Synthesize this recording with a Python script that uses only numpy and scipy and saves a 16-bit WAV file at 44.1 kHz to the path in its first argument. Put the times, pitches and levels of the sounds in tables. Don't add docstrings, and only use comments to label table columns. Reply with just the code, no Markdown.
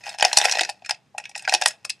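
import sys
import numpy as np
from scipy import signal
from scipy.fft import rfft, irfft
from scipy.io import wavfile

SR = 44100
rng = np.random.default_rng(int(sys.argv[2]) if len(sys.argv) > 2 else 0)


def store_pcm(level_fs):
    pcm = np.round(np.clip(level_fs, -1, 1) * 32767).astype(np.int16)
    wavfile.write(sys.argv[1], SR, np.atleast_2d(pcm).T)


N = 88200

# f/Hz, level/dB
ROOM_TONE_SPECTRUM = [(20, -8), (55, -22), (105, 6), (200, 1.5), (300, -5), (600, -8.5), (3000, -18),
                      (8000, -25.5), (13000, -37.5)]
# f/Hz, t60/s, level/dB
ROOM_BANDS = [(320, 0.23, -22), (875, 0.055, -24.5), (1410, 0.094, -28), (2875, 0.16, -23.5),
              (5200, 0.096, -21.5), (9900, 0.15, -26)]
# t/s, level/dB
JOSTLE_VIGOUR = [(0, -52), (.03, -58), (.06, -38), (.11, -42.5), (.15, -45), (.175, -70), (.2, -59.5),
                 (.27, -32.5), (.31, -38.5), (.4, -30.5), (.47, -28.5), (.62, -39.5), (.68, -50),
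                 (.77, -67), (1.12, -79.5), (1.25, -58.5), (1.33, -77.5), (1.41, -52), (1.46, -57.5),
                 (1.52, -34.5), (1.6, -49), (1.66, -37.5), (1.7, -46), (1.77, -67), (1.99, -70)]
# level/dB for cup, low clack, high clack, click, tick
JOSTLE_BALANCE = [-10, -7.5, -6, -5, -23]
# t/s, f/Hz, level/dB
DULL_KNOCKS = [(.415, 546, -38), (.452, 580, -30), (.555, 587, -36), (.611, 441, -35), (1.476, 1510, -25.5),
               (1.542, 330, -38), (1.6589, 1160, -28), (1.849, 1083, -35.5)]
# ratio to its pitch, level/dB, t60/s
CUP_RESONANCES = [(.88, -13, .022), (1, 0, .024), (1.07, -8, .02)]
# f/Hz, level/dB, t60/s
BARREL_MODES = [(1674, 1, 0.062), (1883, 6.5, 0.06), (2545, 4, 0.038), (2663, 0, 0.042), (3600, 6.5, 0.023),
                (4247, 0.5, 0.05), (4897, 8.5, 0.03), (5230, 11, 0.057), (5697, 5, 0.035),
                (7930, 9.5, 0.03), (8840, -1, 0.04)]
# lower f/Hz, upper f/Hz, t60/s, barrel mode level/dB
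PEN_BANDS = [(1417, 2150, 0.024, 0), (2195, 3300, 0.008, 2.5), (3540, 7010, 0.023, 0),
             (6150, 10170, 0.034, -5)]
# t/s, cup f/Hz, pen f/Hz, then level/dB for cup, low clack, high clack, click, tick
PEN_CONTACTS = [(0.0367, 716, 2510, -53, -43.5, -40, -46, -55),
                (0.0655, 748, 2720, -33.5, -69, -41, -58, -51),
                (0.0807, 781, 2500, -33, -46.5, -37.5, -55, -51),
                (0.0912, 760, 5070, -45, -54.5, -37.5, -34.5, -39),
                (0.145, 774, 5250, -37.5, -55, -55, -46, -57),
                (0.185, 800, 5220, -40, -42, -37, -34, -40.5),
                (0.1972, 790, 2780, -32.5, -37, -29.5, -32, -43),
                (0.2085, 810, 5360, -29, -32.5, -31, -23, -57),
                (0.2253, 753, 3006, -14, -16.5, -14, -19, -25),
                (0.2427, 720, 5300, -45, -23, -22.5, -36, -61.5),
                (0.2494, 733, 5330, -16, -33, -23.5, -12, -23),
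                (0.2522, 749, 5800, -18, -27, -20, -27, -31),
                (0.3145, 800, 1650, -36, -32, -34.5, -52, -65),
                (0.3297, 830, 4150, -24, -30.5, -26.5, -18.5, -27),
                (0.3712, 770, 4320, -27.5, -22.5, -32, -8, -19),
                (0.374, 797, 5700, -19, -32.5, -19.5, -13.5, -12.5),
                (0.3849, 774, 5825, -25, -30.5, -26.5, -12.5, -17.5),
                (0.4004, 770, 1830, -29, -25, -52.5, -35, -38.5),
                (0.414, 760, 3590, -25.5, -26, -25, -20, -35.5),
                (0.4237, 778, 2600, -29.5, -32, -27.5, -44, -39),
                (0.4375, 770, 1880, -36, -28, -34.5, -35, -36),
                (0.444, 870, 1940, -26.5, -26, -46.5, -30, -28),
                (0.4498, 740, 2680, -32.5, -22, -24, -22, -40),
                (0.4535, 715, 5560, -18, -24.5, -18.5, -18, -24),
                (0.4831, 840, 1720, -30, -25, -30, -33.5, -50),
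                (0.4946, 910, 2660, -34, -28, -25, -26.5, -35),
                (0.5126, 786, 5780, -33, -47, -35.5, -19, -31),
                (0.5221, 845, 5370, -31.5, -29.5, -30.5, -18, -28),
                (0.5366, 765, 2550, -35.5, -45, -30, -37, -49),
                (0.553, 798, 4040, -26.5, -35, -33, -28.5, -52.5),
                (0.5711, 752, 1900, -26, -29, -27.5, -29.5, -48),
                (0.5857, 665, 1850, -32.5, -26, -28, -30, -35.5),
                (0.5931, 750, 1950, -33, -19, -21.5, -21.5, -52),
                (0.6092, 685, 3710, -24.5, -28, -25, -20, -25),
                (0.6135, 741, 2694, -25, -38, -24.5, -26.5, -38),
                (0.633, 820, 2580, -38, -29.5, -29, -25.5, -38),
                (0.648, 716, 5770, -41.5, -36, -32.5, -29, -43),
                (0.691, 823, 4850, -28.5, -33, -34, -33.5, -39),
                (0.696, 785, 4470, -37.5, -43, -32.5, -29, -35),
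                (0.821, 727.6, 2610, -45.5, -70, -53.5, -63, -78.5),
                (0.8473, 784, 2437, -66.5, -48.5, -38, -45.5, -58),
                (0.8599, 692, 7500, -56, -41.5, -42.5, -38, -44),
                (0.8938, 890, 2395, -31.5, -27.5, -27, -26.5, -33.5),
                (0.9087, 750, 5065, -26.5, -31.5, -26.5, -18.5, -32),
                (0.9442, 770, 2620, -60.5, -58, -44, -48.5, -65.5),
                (1.1474, 757, 1560, -37, -67, -73, -71.5, -79),
                (1.1809, 784, 2614, -32, -35, -27, -36, -34), (1.199, 765, 2573, -40, -46, -39, -45.5, -55),
                (1.239, 786, 2670, -68, -53, -40, -48, -70),
                (1.2539, 820, 2280, -55.5, -44.5, -33, -43.5, -54.5),
                (1.2933, 790, 5770, -49, -56, -50, -45, -47.5),
                (1.3133, 768, 2330, -56, -61, -49, -55, -64.5),
                (1.352, 844, 2610, -53, -35.5, -29.5, -35.5, -58),
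                (1.3602, 786, 7330, -36, -46, -50.5, -38, -38.5),
                (1.3767, 773, 5120, -64, -49, -45, -36.5, -37),
                (1.3932, 950, 2755, -65, -51, -38, -41, -47), (1.422, 760, 8460, -48, -49, -52, -49, -44.5),
                (1.445, 810, 2170, -50, -55, -44, -50, -64.5), (1.4503, 820, 2410, -53, -38, -33, -39, -63),
                (1.477, 770, 1540, -24, -19, -32, -31.5, -53),
                (1.485, 779, 4960, -27.5, -52, -43, -28.5, -45.5),
                (1.494, 763, 2670, -29.5, -40, -20.5, -22.5, -33.5),
                (1.5234, 736, 2600, -20.5, -23, -31.5, -27, -40),
                (1.5312, 760, 2670, -38, -41, -31, -35, -37.5),
                (1.5384, 756, 4630, -18, -30, -17.5, -15, -21.5),
                (1.5479, 743, 5610, -26, -29.5, -20.5, -17, -28),
                (1.6135, 730, 5300, -28.5, -30.5, -33, -28.5, -29),
                (1.6205, 750, 1673, -23, -23.5, -24, -21, -41),
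                (1.6354, 745, 2700, -32.5, -51, -32.5, -32, -39.5),
                (1.6592, 797, 9350, -20, -16, -17.5, -14.5, -16.5),
                (1.6728, 760, 5380, -52, -60, -34.5, -27, -28), (1.68, 840, 5130, -52, -54, -40, -48, -22),
                (1.6842, 790, 5210, -52, -43, -43, -25.5, -31),
                (1.7068, 760, 2770, -74, -41, -42, -38, -44),
                (1.849, 770, 2540, -40, -44.5, -31.5, -30.5, -35),
                (1.8963, 844, 2570, -58.5, -47, -28, -33.5, -29.5),
                (1.9015, 870, 5026, -54, -42.5, -34, -22.5, -38)]
# f/Hz, left minus right level/dB
PORT_COLOUR = [(200, -.5), (550, 3), (2700, -1.04), (3950, -6), (5000, 1.5), (6100, 3), (7000, .5)]

ROOM_TONE_DB, ROOM_TONE_WIDTH = -64.5, .3
FIRST_ECHO_S, TAIL_SIDE_SHARE = 0.0044, 0.06
CUP_HZ, CUP_RISE_S = 766, 0.0016
CUP_AIR_HZ, CUP_AIR_T60_S, CUP_AIR_DB = 762, 0.091, -8.5
THUD_DB, THUD_TOP_HZ, THUD_T60_S = -35, 380, 0.051
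JOSTLES_PER_S, JOSTLE_SPREAD_DB = 150, 3
SCRAPE_DB, SCRAPE_CUP_DB = -12, -3
KNOCK_T60_S, KNOCK_EDGE_RATIO = 0.018, 1.35
GRAZE_DB, GRAZE_LEAD_S = -17.5, .0035
MODE_SPREAD_DB, PEN_DETUNE, CUP_DETUNE = 7, 0.018, 0.028
PEN_RISE_S, PEN_NOTE_DB, PEN_NOTE_T60_S = 0.00054, 4, .022
PEN_LOW_HZ = 600
ONSET_S, CONTACT_S = .006, .05
SOFT_RISE_S, FIRM_DB = 0.0016, -31
DAMPING_PER_S = 650
OVERLOAD_CEILING, LOW_CUT_HZ, HIGH_CUT_HZ = 1.06, 50, 13700


def from_db(db):
    return 10 ** (np.asarray(db) / 20)


def band(x, low_hz, high_hz, order=2):
    edges_hz = [low_hz, min(high_hz, .45 * SR)]
    return signal.sosfilt(signal.butter(order, edges_hz, "band", fs=SR, output="sos"), x)


def decay(t, t60):
    return np.exp(-np.log(1000) * t / t60)


def unit_onset(x):
    return x / np.sqrt(np.mean(x[:, :int(ONSET_S * SR)] ** 2, axis=1, keepdims=True) + 1e-20)


def add(out, start_s, sound):
    i = int(np.clip(start_s * SR, 0, N))
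    out[i:i + len(sound)] += sound[:N - i]


def room_tone():
    hz, db = np.transpose(ROOM_TONE_SPECTRUM)
    bins_hz = np.arange(N // 2 + 1) * SR / N
    gain = from_db(np.interp(np.log(bins_hz + 1), np.log(hz), db))
    mid, side = irfft(rfft(rng.standard_normal((2, N))) * gain, N)
    return from_db(ROOM_TONE_DB) * (mid + ROOM_TONE_WIDTH * side * [[1], [-1]]) / mid.std()


def room_tail(x):
    t = np.arange(SR // 2) / SR
    centres_hz = np.array([row[0] for row in ROOM_BANDS])
    edges_hz = [40, *np.sqrt(centres_hz[1:] * centres_hz[:-1]), 12000]
    response = 0
    for (_, t60, db), low, high in zip(ROOM_BANDS, edges_hz, edges_hz[1:]):
        tails = band(rng.standard_normal((2, len(t))) * decay(t, t60) * (t > FIRST_ECHO_S), low, high)
        mid, side = tails / np.sqrt(np.sum(tails ** 2, axis=1, keepdims=True))
        stereo = np.sqrt(1 - TAIL_SIDE_SHARE) * mid + np.sqrt(TAIL_SIDE_SHARE) * side * [[1], [-1]]
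        response = response + from_db(db) * stereo
    return signal.fftconvolve(x[None], response, axes=1)[:, :N]


def cup_air(x):
    width_hz = np.log(1000) / (np.pi * CUP_AIR_T60_S)
    resonance = signal.iirpeak(CUP_AIR_HZ, CUP_AIR_HZ / width_hz, fs=SR)
    return from_db(CUP_AIR_DB) * signal.lfilter(*resonance, x)


def scrape():
    barrels = band(rng.standard_normal(N), 1700, 9500)
    cup = band(rng.standard_normal(N), 830, 960)
    friction = barrels / barrels.std() + from_db(SCRAPE_CUP_DB) * cup / cup.std()
    vigour_db = np.interp(np.arange(N) / SR, *np.transpose(JOSTLE_VIGOUR))
    return from_db(vigour_db + SCRAPE_DB) * friction


def jostles():
    count = int(JOSTLES_PER_S * N / SR)
    starts_s = (np.arange(count) + rng.random(count)) * N / SR / count
    chance = rng.standard_normal((count, 8))
    vigour_db = np.interp(starts_s, *np.transpose(JOSTLE_VIGOUR)) + JOSTLE_SPREAD_DB * chance[:, 0]
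    cup_hz = CUP_HZ * np.exp(.05 * chance[:, 1])
    pen_hz = 3600 * np.exp(.5 * chance[:, 2])
    levels_db = vigour_db[:, None] + np.array(JOSTLE_BALANCE) + 2 * chance[:, 3:]
    return np.column_stack([starts_s, cup_hz, pen_hz, levels_db])


def grazes():
    rows = np.array(PEN_CONTACTS, float)
    rows[:, 0] -= GRAZE_LEAD_S * (.5 + rng.random(len(rows)))
    rows[:, 3:] += GRAZE_DB
    return rows


def dull_knocks():
    t, out = np.arange(SR // 10) / SR, np.zeros(N)
    for start_s, hz, db in DULL_KNOCKS:
        burst = rng.standard_normal(len(t)) * decay(t, KNOCK_T60_S)
        knock = band(burst, hz / KNOCK_EDGE_RATIO, hz * KNOCK_EDGE_RATIO)
        add(out, start_s, from_db(db) * knock / np.sqrt(np.sum(knock ** 2) / (ONSET_S * SR)))
    return out


def ringing(modes, t, count, detune, scale=1):
    out = 0
    for pitch, db, t60 in modes:
        strength, shift = rng.standard_normal((count, 2)).T[:, :, None]
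        hz = pitch * scale * (1 + detune * shift)
        out = out + from_db(db + MODE_SPREAD_DB * strength) * decay(t, t60) * np.sin(2 * np.pi * hz * t)
    return unit_onset(out)


def cup_knocks(t, cup_hz):
    wall = ringing(CUP_RESONANCES, t, len(cup_hz), CUP_DETUNE, scale=cup_hz)
    note = band(wall * (1 - np.exp(-t / CUP_RISE_S)), 550, 1200)
    thud = band(rng.standard_normal((len(cup_hz), len(t))) * decay(t, THUD_T60_S), 25, THUD_TOP_HZ)
    return unit_onset(note) + from_db(THUD_DB) * unit_onset(thud)


def pen_clicks(t, pen_hz, low_hz, high_hz, t60, barrel_db):
    burst = rng.standard_normal((len(pen_hz), len(t))) * decay(t, t60)
    crack = unit_onset(band(burst, low_hz, high_hz, order=3))
    modes = [mode for mode in BARREL_MODES if low_hz <= mode[0] < high_hz]
    barrels = ringing(modes, t, len(pen_hz), PEN_DETUNE)
    in_band = (low_hz <= pen_hz) * (pen_hz < high_hz)
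    note = unit_onset(np.sin(2 * np.pi * pen_hz * t) * decay(t, PEN_NOTE_T60_S)) * in_band
    click = crack + from_db(barrel_db) * barrels + from_db(PEN_NOTE_DB) * note
    return unit_onset(click * (1 - np.exp(-t / PEN_RISE_S)))


def pens_in_cup(contacts):
    t = np.arange(int(CONTACT_S * SR)) / SR
    starts_s, cup_hz, pen_hz, *levels_db = np.transpose(contacts)[:, :, None]
    force = from_db(np.max(levels_db, axis=0))
    rise_s = SOFT_RISE_S / (1 + (force / from_db(FIRM_DB)) ** 2)
    envelope = (1 - np.exp(-t / rise_s)) * np.exp(-DAMPING_PER_S * force * t)
    parts = [cup_knocks(t, cup_hz)] + [pen_clicks(t, pen_hz, *row) for row in PEN_BANDS]
    cup, *pens = [from_db(db) * unit_onset(part * envelope) for db, part in zip(levels_db, parts)]
    sounds = cup + band(sum(pens), PEN_LOW_HZ, SR)
    out = np.zeros(N)
    for start_s, sound in zip(starts_s[:, 0], sounds):
        add(out, start_s, sound)
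    return out


def scene():
    contacts = np.vstack([PEN_CONTACTS, grazes(), jostles()])
    rattle = pens_in_cup(contacts) + dull_knocks() + scrape()
    return rattle + cup_air(rattle) + room_tail(rattle) + room_tone()


def record(dry):
    hz, db = np.transpose(PORT_COLOUR)
    lean_db = np.interp(np.arange(N // 2 + 1) * SR / N, hz, db) * np.array([[.5], [-.5]])
    coloured = irfft(rfft(dry) * from_db(lean_db), N)
    envelope = np.abs(signal.hilbert(coloured, axis=1))
    flattened = coloured / (1 + (envelope / OVERLOAD_CEILING) ** 10) ** (1 / 10)
    thinned = signal.sosfilt(signal.butter(1, LOW_CUT_HZ, "high", fs=SR, output="sos"), flattened)
    high_cut = signal.firwin(91, HIGH_CUT_HZ, window="blackman", fs=SR)
    return signal.fftconvolve(thinned, high_cut[None], "same", axes=1)


dry = scene()
out = record(dry)
store_pcm(out)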